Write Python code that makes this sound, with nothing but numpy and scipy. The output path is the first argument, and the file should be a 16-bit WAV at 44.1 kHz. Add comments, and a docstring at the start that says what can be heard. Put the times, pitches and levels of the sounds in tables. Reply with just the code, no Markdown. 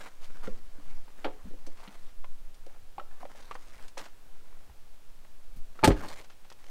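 """An off-road vehicle stands in open desert; a light breeze buffets the microphone under a faint hiss.
Someone rummages inside: sleeves rub, hollow plastic items tap, cargo knocks, a lid shuts and a buckle
rings once. He steps back over crunching gravel and, near the end, slams the side door:
the latch clashes, the door thuds into its seal, the cabin booms. A few scuffs and taps follow."""
import sys
import numpy as np
from scipy import signal
from scipy.fft import rfft, irfft, next_fast_len
from scipy.io import wavfile
from scipy.ndimage import uniform_filter1d, map_coordinates

SR = 44100
rng = np.random.default_rng(int(sys.argv[2]) if len(sys.argv) > 2 else 0)


def master_out(mix):
    """Clip the mix to full scale and print it as 16-bit PCM to the path in sys.argv[1]."""
    frames = np.transpose(np.atleast_2d(mix))
    ceiling = np.clip(frames, -1, 1)
    pcm = np.round(ceiling * 32767).astype(np.int16)
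    wavfile.write(sys.argv[1], SR, pcm)


N = 295470
T = np.arange(SR // 2) / SR  # time within one hit [s]
TOP_HZ = 15800

# low rumble of the breeze: (frequency [Hz], spectral level [dB])
BREEZE_SPECTRUM = [(1, -11.5), (3, 6.5), (9, -4), (14, -13.5), (20, -16), (28, -38.5), (40, -34), (80, -55),
                   (200, -54), (600, -100)]
# gusts and one lull: (time [s], level change [dB], width [s])
BREEZE_GUSTS = [(0.55, 9, 0.28), (0.93, 10.5, 0.11), (1.45, 5.5, 0.21), (2.35, 7.5, 0.25),
                (5.6, 10.5, 0.11), (6.3, -5.5, 0.34)]
# bed of hiss: (frequency [Hz], spectral level [dB])
HISS_SPECTRUM = [(35, -19), (60, -2), (254, -11.5), (292, -9.5), (352, -12.5), (511, -10), (616, -11),
                 (760, -12.5), (1680, -16), (2020, -18), (2430, -17.5), (15700, -27)]
# strokes of a sleeve, packet or sole: (start [s], length [s], rub level [dB], grit level [dB])
RUB_STROKES = [(-0.01, 0.079, -53, -54.5), (0.21, 0.05, -59, -59), (0.28, 0.22, -58.5, -68.5),
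               (0.424, 0.043, -50.5, -56), (0.5, 0.077, -64, -71), (0.75, 0.048, -65, -85),
               (0.85, 0.11, -63, -67), (1.17, 0.061, -57.5, -65), (1.34, 0.15, -68, -77),
               (1.765, .19, -59, -64), (1.98, .13, -68.5, -68), (2.68, 0.088, -65.5, -84),
               (3.1, 0.089, -65, -74), (3.192, 0.037, -55.5, -61.5), (3.288, 0.03, -55.5, -63.5),
               (3.35, 0.1, -59.5, -60.5), (3.47, 0.058, -59.5, -65), (3.58, 0.17, -67.5, -64.5),
               (3.715, .14, -57, -63.5), (3.985, .03, -48.5, -56.5), (4.03, 0.032, -54.5, -56.5),
               (4.12, .6, -68.5, -81), (5.745, 0.1, -58, -68), (5.95, 0.12, -47, -57),
               (6.075, .055, -49.5, -50), (6.15, .055, -52, -53), (6.58, .12, -66, -65.5)]
# soft body of a rub: (frequency [Hz], spectral level [dB])
RUB_SPECTRUM = [(90, -12), (220, 1), (430, 0), (590, 0.5), (720, 1), (1050, 0), (1500, -3.5), (2200, -7),
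                (4500, -29)]
# crackling grit: (frequency [Hz], spectral level [dB])
GRIT_SPECTRUM = [(200, -12), (600, 8), (1700, -6), (3000, -10.5), (5500, -13), (9000, -18.5), (10500, -23),
                 (15500, -33)]
# hollow plastic items touching: (time [s], peak [dB], pitch [Hz], click against ring [dB])
PLASTIC_TAPS = [(0.012, -35, 1634, 1), (0.061, -37, 1040, 1.5), (0.4724, -34, 1337, -3.5),
                (1.080, -44.5, 884, -1), (2.243, -36.5, 1023, -1.5), (2.9815, -28.5, 790, -15),
                (2.997, -32.5, 1330, -9), (3.012, -40.5, 590, -17), (3.2301, -34, 733, -27),
                (3.252, -32.5, 568, -9), (3.350, -44.5, 590, -4), (3.511, -29.5, 1155, -2.5),
                (3.516, -33, 947, 2.5), (3.553, -30, 1020, 11), (4.697, -51, 800, -6),
                (5.2473, -49.5, 890, 14), (5.791, -36, 1350, -6), (6.047, -33, 846, -1.5),
                (6.516, -42.5, 945, 2)]
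# reverb decay of the cabin: (frequency [Hz], t60 [s])
CABIN_DECAY = [(100, 0.55), (400, 0.44), (1500, 0.32), (5000, 0.34), (14000, 0.099)]
# stones underfoot and thin plastic: (time [s], peak [dB], t60 [s], tone centre [Hz])
DRY_CRUNCHES = [(0.243, -40, 0.054, 5030), (1.6653, -35.5, 0.061, 6160), (1.801, -45.5, 0.15, 4150),
                (1.838, -41.5, 0.051, 4200), (2.543, -47.5, 0.056, 7000), (2.664, -44.5, 0.028, 6500),
                (3.545, -40.5, 0.052, 6500), (3.880, -39.5, 0.071, 6000), (3.971, -34.5, 0.057, 1790),
                (3.977, -28, 0.1, 4240), (4.055, -37, 0.099, 2400), (6.242, -42, 0.058, 3500),
                (6.298, -42, 0.16, 2770), (6.447, -47, 0.058, 2160), (6.501, -37.5, 0.047, 4200),
                (6.524, -40, 0.021, 5800), (6.642, -41, 0.015, 3000), (6.665, -41, 0.014, 3500)]
# hollow knocks: cargo bumping, a lid shutting (1.25 s), one footstep (3.97 s):
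# (time [s], peak [dB], tone centre [Hz], spread [octaves], clack against ring [dB], damping t60 [s])
HOLLOW_KNOCKS = [(0.4747, -31.5, 470, 0.23, -35, 0.24), (0.4756, -35.5, 218, 0.2, -33, 0.19),
                 (0.785, -47, 260, 0.16, -31, .2), (1.2442, -23.5, 950, 0.98, -8.5, 0.55),
                 (1.2506, -21, 587, 0.71, -22, 3.4), (1.455, -40.5, 174, 0.27, -34, 0.24),
                 (1.467, -38.5, 196, 0.17, -30, 0.34), (1.506, -46, 388, 0.22, -20, .4),
                 (1.533, -43, 400, 0.4, -23, .3), (1.670, -39, 420, 0.63, -30, 0.81),
                 (1.875, -40, 218, 0.27, -7, 0.17), (2.664, -42.5, 500, 0.41, -31, 0.14),
                 (2.985, -42.5, 480, 0.44, -28, 0.11), (3.236, -46, 382, 0.5, -28, 0.17),
                 (3.972, -34.5, 546, 0.37, -22, 0.096), (5.567, -49, 165, 0.48, -23, .6)]
# hollow ring shared by the knocks: (frequency [Hz], level [dB], t60 [s])
KNOCK_MODES = [(122, -18, 0.25), (180, -4, .13), (203, 4, 0.14), (286.7, 5, 0.18), (358, 2, 0.12),
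               (386, -10, 0.25), (433, -6.5, 0.22), (515, -0.5, 0.19), (554, 2, 0.16), (724.5, 2, 0.16),
               (869, -3, 0.18), (1264, -8, 0.11), (1388, 3.5, 0.043), (1550, -8, 0.12), (2840, -1, 0.077)]
# heels settling on the ground: (time [s], peak [dB])
HEEL_DROPS = [(1.44, -38.5), (2.815, -50), (3.759, -47), (4.691, -46), (5.56, -41.5)]
# ring of a small metal buckle: (frequency [Hz], level [dB], t60 [s])
BUCKLE_MODES = [(4520, -7, 0.2), (6100, 3, 0.072)]
# latch and window rattling: (time [s], peak [dB], clash against ring [dB], low-pass cutoff [Hz])
LATCH_HITS = [(5.8299, -20.5, -7, 1100), (5.8367, -8.5, 1, 2200), (5.8425, -9, 4.5, 14000),
              (5.8482, -10.5, 13, 14000), (5.853, -15.5, 11, 12000), (5.8750, -16.5, 21, 13000),
              (5.881, -37, 15, 8000), (5.9037, -22, 10, 2200), (5.91, -34, 18, 2200), (5.916, -25, 5, 3500)]
# noisy clash of the latch: (frequency [Hz], spectral level [dB])
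CLASH_SPECTRUM = [(90, -26), (160, -3.5), (420, -7.5), (740, -18), (860, -6.5), (1020, -20), (1260, -13),
                  (2650, -17), (4300, -20), (6600, -24), (8800, -20.5), (10200, -34), (12700, -27.5),
                  (15500, -43)]
# ring of the latch steel: (frequency [Hz], level [dB], t60 [s])
STEEL_MODES = [(520, -3, 0.12), (607, -14, 0.2), (817, -4, 0.079), (869, 5.5, 0.09), (1246, -4.5, 0.13),
               (1830, -20.5, 0.09), (2190, -21, 0.11), (2380, -6, 0.071), (3079, -10, 0.07),
               (4280, -8, 0.065), (4970, -19, .11), (5600, -20.5, 0.082), (7800, -29, .08),
               (8580, -13, 0.117), (9100, -6, 0.055)]
# door meeting its seal: (time [s], peak [dB])
DOOR_THUDS = [(5.837, -18), (5.8755, -5.5), (5.8824, -13.5), (5.904, -21.5)]
# ring of the door panel: (frequency [Hz], level [dB], t60 [s])
PANEL_MODES = [(92.7, 3.5, 0.13), (138.5, -6.5, 0.15), (194, -3, 0.17), (250, 2.5, 0.12),
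               (265, -2.5, 0.045), (318, -2, 0.045), (400, -5.5, 0.24), (510, -6.5, 0.067),
               (546, -11, 0.16), (677, -7, 0.045)]


def amp(db):
    """Decibels to gain."""
    return 10 ** (np.asarray(db) / 20)


def unit(x):
    """Scale to rms 1."""
    return x / np.sqrt(np.mean(x ** 2) + 1e-20)


def along(points, hz):
    """Read a curve of (frequency [Hz], value) points on a log-frequency axis."""
    point_hz, values = np.transpose(points)
    return np.interp(np.log(hz + 1e-3), np.log(point_hz), values)


def hump(hz, centre_hz, octaves):
    """Broad band-pass EQ curve in dB."""
    return -10 * np.log10(1 + (np.log2(hz / centre_hz) / octaves) ** 4)


def colour(x, spectrum):
    """EQ a signal by (frequency [Hz], level [dB]) points and scale to rms 1."""
    size = next_fast_len(len(x) + 8192)
    gain = amp(along(spectrum, np.fft.rfftfreq(size, 1 / SR)))
    return unit(irfft(rfft(x, size) * gain, size)[:len(x)])


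def noise(spectrum, count=len(T)):
    """Coloured noise, one hit long by default."""
    return colour(rng.standard_normal(count), spectrum)


def band(x, hz, kind):
    """Gentle low or high pass."""
    return signal.sosfilt(signal.butter(2, hz, kind, fs=SR, output="sos"), x)


def fade(t60, attack_s):
    """Envelope of one hit."""
    return np.exp(-np.log(1000) * T / t60) * (1 - np.exp(-T / attack_s))


def ring(modes, scatter_db, detune):
    """Damped modes; every contact point excites them a little differently."""
    hz, db, t60 = np.transpose(modes)[:, :, None]
    size, shift = rng.standard_normal((2, len(modes), 1))
    sign = (-1) ** np.arange(len(modes))[:, None]
    swing = np.sin(2 * np.pi * hz * (1 + detune * shift) * T)
    decay = np.exp(-np.log(1000) * T / t60)
    return unit(np.sum(sign * amp(db + scatter_db * size) * decay * swing, axis=0))


def grains(count, per_second, spread_db):
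    """Tiny snaps of random size at random moments."""
    snaps = (rng.random(count) < per_second / SR) * rng.standard_normal(count)
    return snaps * amp(spread_db * rng.standard_normal(count))


def place(track, s, peak_db, sound):
    """Mix a hit in at s seconds, peaking at peak_db."""
    part = track[round(s * SR):][:len(sound)]
    part += amp(peak_db) * sound[:len(part)] / (np.abs(sound).max() + 1e-20)


def breeze(calm_db=-35.5):
    """Slow pressure swings that swell in a few gusts."""
    t = np.arange(N) / SR
    gust_db = sum(db * np.exp(-((t - s) / width) ** 2) for s, db, width in BREEZE_GUSTS)
    return amp(calm_db + gust_db) * noise(BREEZE_SPECTRUM, N)


def hiss():
    """A faint, even bed under the whole scene."""
    return amp(-63) * noise(HISS_SPECTRUM, N)


def stroke(start, length, attack_s=0.011, release_t60=0.15):
    """Envelope of one rub: it takes hold, slides on and dies away."""
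    t = np.arange(N) / SR - start
    release = np.exp(-np.log(1000) * np.maximum(t - length, 0) / release_t60)
    return np.clip(t / attack_s, 0, 1) * release


def sliding(x, depth_db):
    """Brief resonances come and go as the contact slides over different things."""
    frames = signal.stft(x, nperseg=512)[2]
    patches = uniform_filter1d(rng.standard_normal(frames.shape), size=4, axis=0)  # across frequency
    patches = uniform_filter1d(patches, size=14, axis=1)  # across time
    return unit(signal.istft(frames * amp(depth_db * unit(patches)), nperseg=512)[1][:N])


def catch_and_slip(per_second, depth_db):
    """Smooth random gain of a contact that catches and slips."""
    position = np.arange(N) * per_second / SR
    return amp(depth_db * map_coordinates(rng.standard_normal(N // 100), [position], mode="wrap"))


def shuffling():
    """Sleeves and soles rub stroke by stroke while grit crackles on top."""
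    rub = colour(grains(N, per_second=1100, spread_db=1), RUB_SPECTRUM)
    grit = colour(grains(N, per_second=1600, spread_db=-0.5), GRIT_SPECTRUM)
    rub = sliding(rub, depth_db=3)
    grit = sliding(band(grit, 1700, "high"), depth_db=2.5)
    rummage = (0, 2.0, -69, -71.5)  # one long, faint stroke: clothes stir as he digs through the load
    rub_power, grit_power = np.zeros((2, N))
    for s, length, rub_db, grit_db in [*RUB_STROKES, rummage]:
        envelope = stroke(s, length)
        rub_power += (amp(rub_db) * envelope) ** 2
        grit_power += (amp(grit_db) * envelope) ** 2
    friction = np.sqrt(rub_power) * rub + np.sqrt(grit_power) * grit
    return friction * catch_and_slip(per_second=45, depth_db=1)


def taps(t60=0.042):
    """A thin plastic wall rings briefly, with a click on top."""
    out = np.zeros(N)
    for s, db, hz, click_db in PLASTIC_TAPS:
        upper_hz = 1.42 * hz
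        upper_db = -6 + hump(upper_hz, centre_hz=775, octaves=0.75)
        modes = [(0.82 * hz, -14, t60), (hz, 0, t60), (upper_hz, upper_db, 0.8 * t60)]
        wall = ring(modes, scatter_db=1, detune=0.01)
        click = noise([(200, -10), (500, 11), (2800, 1), (5000, -14), (9000, -23.5), (15000, -35)])
        place(out, s, db, wall + amp(click_db) * unit(click * fade(t60, 0.00022)))
    return out


def cabin_reverb(send, predelay_s=0.006):
    """The hollow vehicle and the ground answer with a short tail."""
    hz, t, frames = signal.stft(rng.standard_normal(SR), SR, nperseg=256)
    decay = np.exp(-np.log(1000) * t / along(CABIN_DECAY, hz)[:, None])
    tail = signal.istft(frames * decay, SR, nperseg=256)[1]
    response = np.pad(tail, (round(predelay_s * SR), 0)) / np.linalg.norm(tail)
    return signal.fftconvolve(send, response)[:N]


def crunches():
    """Stones and thin plastic give way in dry clumps of tiny snaps."""
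    out = np.zeros(N)
    for s, db, t60, centre_hz in DRY_CRUNCHES:
        tone = [(hz, along(GRIT_SPECTRUM, hz) + hump(hz, centre_hz, octaves=1.2))
                for hz in np.geomspace(20, SR / 2, 40)]
        snaps = colour(grains(len(T), per_second=10000, spread_db=3), tone)
        place(out, s, db, snaps * fade(t60, 0.00029))
    return out


def knocks():
    """Cargo, a lid and one footstep: soft hits stir low modes; hard ones reach higher and clack."""
    out = np.zeros(N)
    for s, db, centre_hz, octaves, clack_db, damping_t60 in HOLLOW_KNOCKS:
        tone = [(hz, hump(hz, centre_hz, octaves) - 20 * np.log10(1 + hz / centre_hz))
                for hz in np.geomspace(20, SR / 2, 40)]
        clutter = unit(noise(tone) * fade(0.14, 0.0015))  # loose things shaken by the hit
        clack = noise([(300, -16), (1400, 6.5), (2900, 13.5), (4500, 6.5), (8000, -33), (15000, -40)])
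        clack = unit(clack * fade(0.068, 0.00079))
        modes = [(hz, level + hump(hz, centre_hz, octaves), t60) for hz, level, t60 in KNOCK_MODES]
        body = ring(modes, scatter_db=1, detune=0.003)
        knock = body + 0.56 * clutter + amp(clack_db) * clack
        place(out, s, db, knock * fade(damping_t60, 0.00016))
    return out


def footfalls():
    """Each heel sends one dull push through the ground."""
    out = np.zeros(N)
    for s, db in HEEL_DROPS:
        push = noise([(25, -2), (60, 4), (110, -8), (220, -38), (600, -50)])
        place(out, s, db, push * fade(0.115, 0.0067))
    return out


def buckle():
    """One contact sets a small metal buckle ringing."""
    out = np.zeros(N)
    place(out, s=1.667, peak_db=-53, sound=ring(BUCKLE_MODES, scatter_db=-2, detune=0))
    return out


def latch():
    """The latch rides over its striker in a rattle of steel; rubber muffles the light contacts."""
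    out = np.zeros(N)
    for s, db, clash_db, cutoff_hz in LATCH_HITS:
        clash = unit(noise(CLASH_SPECTRUM) * fade(0.05, 0.00035))
        steel = ring(STEEL_MODES, scatter_db=1.5, detune=0.002)
        place(out, s, db, band(steel + amp(clash_db) * clash, min(cutoff_hz, TOP_HZ), "low"))
    return out


def door_thuds(seal_hz=250):
    """The door lands: panel and trim shake while the seal gives way for a few cycles."""
    out = np.zeros(N)
    for s, db in DOOR_THUDS:
        trim = noise([(40, -10), (100, 4), (400, 15.5), (900, 6), (3000, -33)])
        trim = unit(trim * fade(0.13, 0.00078))
        panel = ring(PANEL_MODES, scatter_db=0.7, detune=0.002)
        seal = unit(np.sin(2 * np.pi * seal_hz * T) * fade(0.024, 0.003))
        place(out, s, db, panel + 0.99 * seal + 0.5 * trim)
    return out


def cabin_boom(s=5.917, hz=44, peak_db=-20, width_s=0.029):
    """The closing door squeezes the cabin air into one deep pulse."""
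    t = np.arange(N) / SR - s
    return -amp(peak_db) * np.exp(-(t / width_s) ** 2) * np.cos(2 * np.pi * hz * t)


def scene():
    """The mono mix, heard a few steps from the vehicle."""
    clatter = knocks() + taps() + buckle()
    slam = latch() + door_thuds() + cabin_boom()
    tail = cabin_reverb(amp(-18) * clatter + amp(-20) * slam)
    movement = shuffling() + crunches() + footfalls()
    return (clatter + slam + tail + movement + breeze() + hiss())[None]


def record(dry):
    """A brick-wall low pass trims the very top."""
    size = next_fast_len(N + SR // 2)
    passband = np.fft.rfftfreq(size, 1 / SR) < TOP_HZ
    return irfft(rfft(dry, size) * passband, size)[..., :N]


dry = scene()
out = record(dry)
master_out(out)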